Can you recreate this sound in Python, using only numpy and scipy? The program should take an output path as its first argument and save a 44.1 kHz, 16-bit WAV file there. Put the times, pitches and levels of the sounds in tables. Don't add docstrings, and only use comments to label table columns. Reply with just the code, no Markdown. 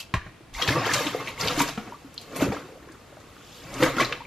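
import sys
import numpy as np
from scipy import signal
from scipy.fft import rfft, irfft, next_fast_len
from scipy.io import wavfile
from scipy.ndimage import uniform_filter1d

SR = 44100
rng = np.random.default_rng(int(sys.argv[2]) if len(sys.argv) > 2 else 0)


def log_audio(samples):
    frames = np.atleast_2d(samples).T
    limited = np.clip(frames, -1, 1)
    pcm = np.round(limited * 32767).astype(np.int16)
    wavfile.write(sys.argv[1], SR, pcm)


N = 188130
TIME = np.arange(N) / SR
PADDED = next_fast_len(N + 4096)
HZ = np.fft.rfftfreq(PADDED, 1 / SR)
# time in seconds, strength in dB before it is shared among bubble sizes.
POUR_STRENGTH = [(0.53, -60), (0.59, -33.5), (0.70, -40), (0.83, -31.5), (0.9, -28.5), (0.98, -32),
                 (1.12, -40), (1.25, -43.5), (1.39, -55)]


def amp(db):
    return 10 ** (np.asarray(db) / 20)


def unit(x):
    return x / np.sqrt(np.mean(x ** 2) + 1e-20)


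def read(points, hz):
    f, value = np.transpose(points)
    return np.interp(np.log(hz + 1), np.log(f), value)


def shaped(x, gain):
    return irfft(rfft(x, PADDED) * gain, PADDED)[:N]


def add(mix, s, sound):
    part = mix[max(round(s * SR), 0):][:len(sound)]
    part += sound[:len(part)]


def water(hiss_db=-10):
    crossovers = [700, 2500, 8200]
    # frequency in Hz, relative level in dB per Hz.
    spectrum = [(30, 8), (70, -1.5), (120, 3), (200, -7.5), (370, -4), (550, -2.5), (780, -6), (1150, -9.5),
                (2000, -10.5), (3500, -16), (6500, -25), (8900, -44), (12800, -41), (15000, -65)]
    # frequency in Hz, width in Hz, boost in dB.
    hollow = [(148, 18, 6), (282, 58, 8.5), (480, 34, 6.5), (917, 21, 5), (1090, 47, 7), (1200, 240, 6.5),
              (1430, 36, 0), (1630, 68, 4), (2116, 32, 10), (2270, 24, 8), (2650, 45, 3), (2870, 50, -0.5)]
    boost = sum(db / (1 + (2 * (HZ - hz) / width) ** 2) for hz, width, db in hollow)
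    colour = amp(read(spectrum, HZ) + boost)
    swarms = [froth(121.3, 737.0, per_s=380, spread_db=2.5, cycles=57.4),
              froth(642.6, 2749, per_s=1150, spread_db=3.0, cycles=90.0),
              froth(2297, 8460, per_s=2300, spread_db=1.5, cycles=71),
              froth(6340, 16060, per_s=3300, spread_db=-2.5, cycles=102)]
    below = [0] + [1 / (1 + (HZ / hz) ** 8) for hz in crossovers] + [1]
    moment = signal.windows.hann(SR // 25)
    out = np.zeros(N)
    for k, (swarm, strength) in enumerate(zip(swarms, stirring())):
        band = np.sqrt(np.maximum(below[k + 1] - below[k], 0))
        sound = swarm + amp(hiss_db) * rng.standard_normal(N)
        if k > 0:
            sound = clumped(sound)
        sound = unit(shaped(sound, colour * band))
        shared = signal.oaconvolve(sound ** 2, moment / moment.sum(), "same")
        out += strength * sound / np.sqrt(abs(shared) + 0.27)
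    return out


def stirring():
    pour_mix, load_mix = (-2.5, 0.5, -7, -22.5), (-2.5, 0, -6, -11.5)
    surge_mix, slide_mix = (3, 0.5, -7.5, -18.5), (-40, -10, 3.5, -4.5)
    lapping = (-56, -60, -64.5, -68.5)
    brightens = (-0.26, 1.02, 2.5, 3)
    # time in seconds, splash in dB, depth of the gulp in dB, spray in dB.
    loads = [(1.602, -23, 3, 2), (2.424, -30, 9, 3), (3.836, -22.5, 6, -0.5)]
    # level in dB, time constants of power for rise and fall in seconds.
    slap, slow_swell, slosh = (0, 0.0086, .014), (-11, 0.043, 0.029), (-21, .04, 0.099)
    # peak in seconds,
    # time constants of rise and fall in seconds, level in dB, brightness in dB.
    surges = [(0.265, 0.0059, 0.015, -51.5, -0.5), (0.623, 0.0094, 0.03, -39.5, 5),
              (0.683, 0.0042, 0.026, -30.5, 3.5), (0.772, 0.018, 0.02, -28, -3.5),
              (0.864, 0.0056, 0.011, -32, 2.5), (0.94, 0.015, 0.053, -42, 8),
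              (1.07, 0.0036, 0.012, -36.5, 3), (1.208, 0.0094, 0.01, -37, 0),
              (1.286, 0.016, 0.014, -42.5, 4), (1.401, 0.0045, 0.051, -37.5, 5),
              (1.437, 0.0033, 0.0072, -31.5, -1), (1.469, 0.023, 0.021, -36.5, 3),
              (1.512, 0.013, 0.014, -32, 2), (1.689, 0.01, 0.012, -41, 5), (1.88, 0.032, 0.023, -47.5, -1),
              (2.32, 0.0025, 0.034, -41.5, -4.5), (2.365, 0.005, 0.007, -37, 2.5),
              (2.405, 0.0078, 0.0046, -31.5, -8), (2.462, 0.02, 0.038, -31.5, -7),
              (2.522, 0.0025, 0.033, -38, 1), (3.888, 0.032, 0.014, -33.5, 1.5),
              (3.942, 0.011, 0.0073, -36, -2), (3.97, 0.0018, 0.0056, -30.5, 0.5),
              (4.005, 0.011, 0.021, -27, 2), (4.124, 0.0011, 0.0084, -41, 0.5),
              (4.131, 0.13, 0.022, -44.5, 0.5)]
    # peak in seconds, time constants of rise and fall
    # in seconds, level in dB.
    slides = [(0.002, 0.0035, 0.0082, -37), (0.54, 0.0012, 0.13, -46), (2.23, 0.027, 0.008, -52.5),
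              (3.56, 0.091, 0.12, -53.5)]
    gulp_lag_s = 0.062
    streams = np.array([pouring(gulp_lag_s)] + [pouring(0)] * 3)
    power = amp(pour_mix)[:, None] ** 2 * streams
    power += np.outer(amp(lapping) ** 2, TIME > POUR_STRENGTH[0][0])
    for s, db, depth_db, spray_db in loads:
        parts = (slap, slow_swell, slosh)
        landing = sum(amp(part_db) ** 2 * swell(s, rise, fall) for part_db, rise, fall in parts)
        levels = db + np.add(load_mix, [depth_db, 0, spray_db, spray_db])
        power += np.outer(amp(levels) ** 2, landing)
    for s, rise, fall, db, bright_db in surges:
        levels = db + np.array(surge_mix) + bright_db * np.array(brightens)
        power += np.outer(amp(levels) ** 2, swell(s, rise, fall))
    for s, rise, fall, db in slides:
        power += np.outer(amp(db + np.array(slide_mix)) ** 2, swell(s, rise, fall))
    return np.sqrt(power)


def pouring(delay_s):
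    db = np.interp(TIME - delay_s, *np.transpose(POUR_STRENGTH), left=-100, right=-100)
    return amp(db) ** 2


def swell(peak_s, rise_s, fall_s):
    return np.exp(-np.maximum((peak_s - TIME) / rise_s, (TIME - peak_s) / fall_s))


def froth(lo, hi, per_s, spread_db, cycles, count=90):
    out = np.zeros(N)
    for hz in np.geomspace(lo, hi, count) * rng.uniform(.98, 1.02, count):
        life, chirp = rng.random(2)
        place, strength = rng.random((2, 200))
        members = int(np.clip(per_s * N / SR / count, 1, len(place)))
        t60 = cycles / np.sqrt(hz * 1000) * (.5 + life)
        ring = np.sqrt(hz / t60) * bubble(hz, t60, 0.525 * chirp / t60, 0.43)
        sizes = amp(spread_db * np.minimum(-np.log(strength[:members]), np.pi))
        at = (place[:members, None] * N).astype(int) + np.arange(len(ring))
        out += np.bincount(at.ravel(), np.outer(sizes, ring).ravel(), N)[:N]
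    return unit(out)


def bubble(hz, t60, glide, onset_cycles):
    pinch_s = 0.0003
    t = np.arange(int(t60 * SR) + 8) / SR
    turns = np.cumsum(hz * 2 ** (glide * t)) / SR
    onset = 1 - np.exp(-(turns / (onset_cycles + hz * pinch_s)) ** 2)
    return np.sin(2 * np.pi * turns) * np.exp(-np.log(1000) * t / t60) * onset


def clumped(x, patch_db=2.6, patch_s=0.009, patch_hz=650):
    hz, t, z = signal.stft(x, SR, nperseg=256, noverlap=192)
    patches = uniform_filter1d(rng.standard_normal(z.shape), round(patch_hz / hz[1]), axis=0)
    patches = unit(uniform_filter1d(patches, round(patch_s / t[1]), axis=1))
    gain = amp(patch_db * np.clip(patches, -2, 2))
    return signal.istft(z * gain, SR, nperseg=256, noverlap=192)[1][:N]


def plops(onset_cycles=0.69):
    # start in seconds, pitch in Hz, level in dB, t60 in seconds.
    large_bubbles = [(0.192, 1670, -34, 0.03), (0.215, 1690, -34.5, 0.036), (0.406, 338, -33, 0.035),
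                     (0.549, 2060, -30.5, 0.06), (0.596, 687, -24.5, 0.041), (0.614, 1236, -33, 0.067),
                     (0.621, 479, -26.5, 0.097), (0.618, 3230, -20, 0.14), (0.69, 1706, -13, 0.034),
                     (0.693, 128, -16, 0.12), (0.702, 279, -18, 0.074), (0.724, 2067, -22, 0.06),
                     (0.758, 1120, -15, 0.037), (0.763, 910, -20.5, 0.063), (0.766, 492, -17.5, 0.058),
                     (0.772, 650, -23, 0.05), (0.778, 1180, -22.5, 0.079), (0.815, 710, -22, 0.048),
                     (0.785, 5090, -33.5, 0.098), (0.841, 1850, -24, 0.047), (0.854, 3080, -23.5, .05),
                     (0.866, 446, -21, 0.069), (0.872, 1060, -28, 0.05), (0.893, 1747, -19, 0.076),
                     (0.909, 1620, -27, .05), (0.964, 544, -21.5, 0.048), (0.989, 1650, -22, 0.048),
                     (1.005, 464, -19.5, 0.076), (1.06, 299, -21, 0.12), (1.14, 1190, -27.5, 0.043),
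                     (1.147, 465, -7.5, 0.027), (1.149, 684, -18, 0.025), (1.2, 1140, -28, 0.053),
                     (1.215, 459, -30, 0.1), (1.377, 2120, -28, 0.028), (1.457, 480, -19, 0.048),
                     (1.499, 1304, -24.5, 0.054), (1.574, 284, -19.5, 0.29), (1.603, 928, -11, 0.05),
                     (1.604, 276, -16, 0.04), (1.690, 650, -27.5, 0.053), (1.922, 940, -27, 0.043),
                     (1.943, 1136, -33.5, 0.05), (2.044, 273, -36, 0.16), (2.421, 275, -7.5, 0.069),
                     (2.474, 192, -23, 0.057), (2.452, 296, -18, 0.066), (2.499, 203, -14, 0.042),
                     (2.621, 1500, -32.5, 0.022), (2.623, 320, -39, 0.071), (2.644, 360, -33, 0.067),
                     (2.722, 452, -31.5, 0.058), (2.756, 503, -36.5, 0.06), (2.774, 635, -38, 0.033),
                     (2.822, 322, -38, 0.078), (2.872, 460, -39.5, 0.05), (2.897, 310, -36, 0.072),
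                     (3.103, 435, -40, 0.041), (3.126, 565, -35, 0.037), (3.169, 606, -36, 0.047),
                     (3.175, 790, -46, 0.046), (3.201, 443, -43, .05), (3.235, 296, -38, 0.047),
                     (3.367, 1090, -45, .035), (3.650, 130, -33, 0.085), (3.8, 278, -16.5, 0.07),
                     (3.823, 507.5, -12, 0.17), (3.826, 322, -14, .07), (3.97, 276, -15, 0.043),
                     (3.983, 1370, -14, 0.04), (3.997, 1080, -13.5, 0.071), (4.002, 1960, -11.5, 0.031),
                     (4.007, 2280, -16.5, 0.044), (4.011, 610, -14.5, 0.033), (4.017, 318, -14, 0.035),
                     (4.049, 4100, -30, .06), (4.114, 475, -27.5, 0.15), (4.205, 903, -29.5, 0.054),
                     (4.219, 1010, -30, 0.028), (4.251, 2300, -33.5, .025)]
    rise_octaves = 0.202
    out = np.zeros(N)
    for s, hz, db, t60 in large_bubbles:
        add(out, s, amp(db) * bubble(hz, t60, rise_octaves / t60, onset_cycles))
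    return out


def smacks(pops_per_s=1100, wash_db=-15, snap_db=5):
    # start in seconds, level in dB, lowest Hz, highest Hz,
    # fade time constant in seconds.
    claps = [(0.265, -41, 870, 2000, 0.0073), (0.6234, -21.5, 1840, 4800, .007),
             (0.6316, -28, 2560, 4300, 0.0023), (0.677, -22, 1720, 4360, 0.018),
             (0.7465, -39, 383, 704, 0.0056), (0.9117, -24, 1540, 2360, 0.0084),
             (0.936, -21, 2280, 7600, 0.01), (0.981, -28, 2800, 6560, 0.0035),
             (1.067, -25, 2280, 3780, 0.0086), (1.162, -48, 9400, 14500, .008),
             (1.205, -40, 905, 2400, 0.013), (1.274, -30, 1990, 3120, 0.018),
             (1.4118, -22, 4000, 6000, 0.0051), (1.475, -20.5, 2470, 5040, 0.0036),
             (1.483, -18.5, 2480, 4760, 0.0044), (1.504, -33, 900, 1830, 0.0053),
             (1.594, -22.5, 2480, 7040, 0.0022), (1.6062, -18.5, 715, 2300, 0.0027),
             (1.618, -26, 3380, 12000, 0.008), (1.678, -30.5, 2770, 6150, 0.0028),
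             (1.6881, -32, 1510, 5000, 0.0052), (2.142, -48, 5330, 12700, .005),
             (2.1783, -29, 3100, 4820, 0.0066), (2.214, -49.5, 5000, 13000, 0.0063),
             (2.361, -39, 5850, 13300, 0.027), (2.404, -28.5, 380, 1240, 0.018),
             (2.425, -26.5, 1120, 1600, 0.0068), (2.452, -22.5, 288, 550, 0.022),
             (2.520, -25, 295, 720, 0.01), (2.566, -32, 845, 1380, 0.0093), (2.842, -46, 272, 1100, 0.0072),
             (2.888, -49, 900, 1900, 0.017), (2.92, -52, 4000, 8700, .008),
             (3.127, -48.5, 700, 1400, 0.0051), (3.169, -48, 494, 1500, 0.0099),
             (3.202, -54, 3470, 6960, .01), (3.366, -44.5, 900, 1700, 0.007),
             (3.741, -38.5, 3000, 8000, 0.0094), (3.8269, -17.5, 910, 3000, 0.01),
             (3.834, -28, 1100, 6250, 0.0051), (3.862, -22, 850, 1690, .011),
             (3.887, -39, 800, 2200, 0.0034), (4.005, -26, 2400, 5800, 0.012),
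             (4.024, -21, 1480, 2540, 0.0093), (4.048, -25.5, 3560, 5000, 0.0054),
             (4.1247, -22.5, 1090, 3520, 0.0096)]
    t, out = np.arange(SR // 20) / SR, np.zeros(N)
    for s, db, lo_hz, hi_hz, fade_s in claps:
        bursting = rng.random(len(t)) < pops_per_s / SR
        pops = rng.standard_normal(len(t)) * (bursting + amp(wash_db))
        pops[0] = amp(snap_db)
        band = signal.butter(3, [lo_hz, max(hi_hz, lo_hz + 100)], "bandpass", fs=SR, output="sos")
        burst = signal.sosfilt(band, pops * np.exp(-t / fade_s))
        add(out, s, amp(db) * np.sqrt(fade_s * SR / 2) * burst / np.linalg.norm(burst))
    return out


def droplets(splash_db=-10, spatter_db=-9):
    _, splash, spatter, _ = stirring()
    low = froth(700, 2460, per_s=220, spread_db=3.2, cycles=36, count=45)
    high = froth(2600, 6000, per_s=320, spread_db=3, cycles=30, count=45)
    return amp(splash_db) * splash * low + amp(spatter_db) * spatter * high


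def dribble(glide=6, spread_db=12):
    # start and end in seconds, drops per second,
    # lowest Hz, highest Hz, level of the strongest in dB.
    runs = [(0.723, 1.053, 85, 624, 3200, -28), (1.05, 1.351, 52, 525, 2660, -37),
            (1.793, 1.991, 85, 279, 1600, -36), (2.616, 2.977, 50, 341, 930, -39.5),
            (2.789, 2.964, 116, 943, 2000, -42.5), (3.058, 3.398, 57, 280, 800, -48),
            (3.194, 3.425, 104, 1030, 2200, -46), (3.849, 4.072, 49, 790, 3030, -23)]
    out = np.zeros(N)
    for start, end, per_s, lo, hi, db in runs:
        drops = rng.random((64, 3))[:int(per_s * (end - start))]
        for when, pitch, weak in drops:
            hz = lo * (hi / lo) ** pitch
            drop = bubble(hz, .06 * np.sqrt(500 / hz), glide, .6)
            level = amp(db - spread_db * weak) * np.sqrt(lo / hz)
            add(out, start + when * (end - start), level * drop)
    return out


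def knocks(rows, modes, clatter_s, clatter_hz, tick_db, radiate_hz, tick_s=0.0001):
    t, out = np.arange(SR // 2) / SR, np.zeros(N)
    ring = sum(amp(db) * np.exp(-np.log(1000) * t / t60) * np.sin(2 * np.pi * hz * t) for hz, db, t60 in modes)
    for s, db, contact_s, clatter_db in rows:
        push = signal.windows.hann(int(contact_s * SR) + 3)
        noise = rng.standard_normal(len(t))
        clatter = unit(signal.lfilter(*signal.butter(2, clatter_hz, fs=SR), noise))
        clatter = clatter * np.exp(-t / (10 * clatter_s)) / (1 + t / clatter_s)
        clatter += amp(tick_db) * noise * np.exp(-t / tick_s)
        rung = np.convolve(ring, push / push.sum())[:len(t)]
        add(out, s, amp(db) * (rung + amp(clatter_db) * clatter))
    return signal.lfilter(*signal.butter(2, radiate_hz, "highpass", fs=SR), out)


def drumming(floor_hz=119, width_hz=16, level_db=-7, muffle_db_per_s=3):
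    ring = signal.lfilter(*signal.iirpeak(floor_hz, floor_hz / width_hz, fs=SR), rng.standard_normal(N))
    band = signal.butter(2, [floor_hz / 2, floor_hz * 2], "bandpass", fs=SR, output="sos")
    ring = signal.sosfilt(band, ring)
    push = signal.lfilter(*signal.butter(1, width_hz / 2, fs=SR), stirring()[0])
    return amp(level_db - muffle_db_per_s * TIME) * push * unit(ring)


def puffs(top_hz=55):
    # peak in seconds, time constants of rise and fall in seconds, level in dB.
    thumps = [(0.151, 0.0022, 0.024, -26.5), (0.556, 0.011, 0.018, -32.5), (1.6, 0.075, 0.049, -39.5),
              (3.87, 0.057, 0.11, -37)]
    rumble = signal.sosfilt(signal.butter(4, top_hz, fs=SR, output="sos"), rng.standard_normal(N))
    power = sum(amp(db) ** 2 * swell(s, rise, fall) for s, rise, fall, db in thumps)
    return unit(rumble) * np.sqrt(power)


def walls(x, fade_s):
    t = np.arange(SR // 20) / SR
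    taps = rng.standard_normal(len(t)) * np.exp(-t / fade_s) * np.sqrt(1 - t / t[-1])
    return signal.oaconvolve(x, taps / np.linalg.norm(taps))[:N]


def room(x, delay_s=0.0086):
    # frequency in Hz, t60 in seconds.
    decay = [(100, 0.15), (260, 0.29), (700, 0.24), (1840, 0.6), (4850, 0.63), (14000, 0.15)]
    hz, t, z = signal.stft(rng.standard_normal(SR // 2), SR, nperseg=256)
    fading = np.exp(-np.log(1000) * t / read(decay, hz)[:, None])
    tail = signal.istft(z * fading, SR, nperseg=256)[1]
    return signal.oaconvolve(x, np.r_[np.zeros(int(delay_s * SR)), tail / np.linalg.norm(tail)])[:N]


def air(level_db=-51.5):
    # frequency in Hz, relative level in dB per Hz.
    spectrum = [(15, -64), (25, -10.5), (109, -8), (207, -14.5), (326, -15), (573, -20), (655, -18.5),
                (952, -21.5), (2370, -26.5), (13100, -45.5), (15000, -70)]
    return amp(level_db) * unit(shaped(rng.standard_normal(N), amp(read(spectrum, HZ))))


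def scene(walls_db=-13, room_db=-15, knock_walls_db=-6):
    # frequency in Hz, level in dB, t60 in seconds.
    tub_modes, basin_modes = [(81, -10, 0.2), (114, 4, 0.16), (174, -1, 0.1), (303, -6.5, 0.056),
                              (462, -10, 0.053), (626, -4.5, 0.051), (1070, 2.5, 0.091), (1175, -14, 0.25),
                              (1617, -4, 0.071), (2410, -1.5, 0.027), (3750, 6.5, 0.0065)], [(221, 0.5, 0.13), (471, -7, 0.17), (726, -8.5, 0.074),
                                           (1010, -13.5, 0.069), (1315, -9, 0.072), (1425, -12, 0.1),
                                           (1756, -13, 0.061), (2407, -8, 0.054), (2990, -7, 0.051)]
    # start in seconds, level in dB,
    # contact time in seconds, clatter relative to the blow in dB.
    tub_blows, basin_blows = [(0.1398, -23, 0.00013, 4), (0.263, -42, 0.0011, -18),
                              (0.681, -24.5, 0.0023, -25), (1.455, -33, 0.0018, -30),
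                              (2.412, -32, 0.0035, -30), (2.480, -28.5, 0.0045, -14)], [(1.776, -23.5, 0.00032, -7.5),
                                                  (1.875, -36.5, 0.00048, -6)]
    # frequency in Hz, side over mid in dB.
    direct_width, room_width = [(60, -58), (200, -59), (700, -18), (1300, -20), (2400, -17), (4400, -7.5),
                                (8100, 1.5), (14000, 4.5)], [(100, -27), (220, -6), (1300, -8), (4400, -4.5), (8100, 0),
                                               (14000, 6)]
    hits = knocks(tub_blows, tub_modes, clatter_s=0.0037, clatter_hz=2170, tick_db=-3.0, radiate_hz=71)
    hits += knocks(basin_blows, basin_modes, clatter_s=0.0064, clatter_hz=1770, tick_db=-18, radiate_hz=170)
    hits = hits + amp(knock_walls_db) * walls(hits, fade_s=0.064)
    single = hits + plops() + smacks() + dribble() + droplets()
    dry = water() + single
    mid = dry + drumming() + puffs()
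    mid += amp(walls_db) * walls(dry, fade_s=0.13) + amp(room_db) * room(dry) + air()
    side = shaped(water() + walls(single, fade_s=0.0031), amp(read(direct_width, HZ)))
    side += shaped(amp(room_db) * room(dry) + air(), amp(read(room_width, HZ)))
    return np.array([mid + side, mid - side]) * amp([[.3], [-.3]])


def record(dry, low_cut_hz=45, edge_hz=15200):
    lean = signal.lfilter(*signal.butter(1, low_cut_hz, "highpass", fs=SR), dry)
    return signal.oaconvolve(lean, signal.firwin(255, edge_hz, window=("kaiser", 9), fs=SR)[None], "same")


dry = scene()
out = record(dry)
log_audio(out)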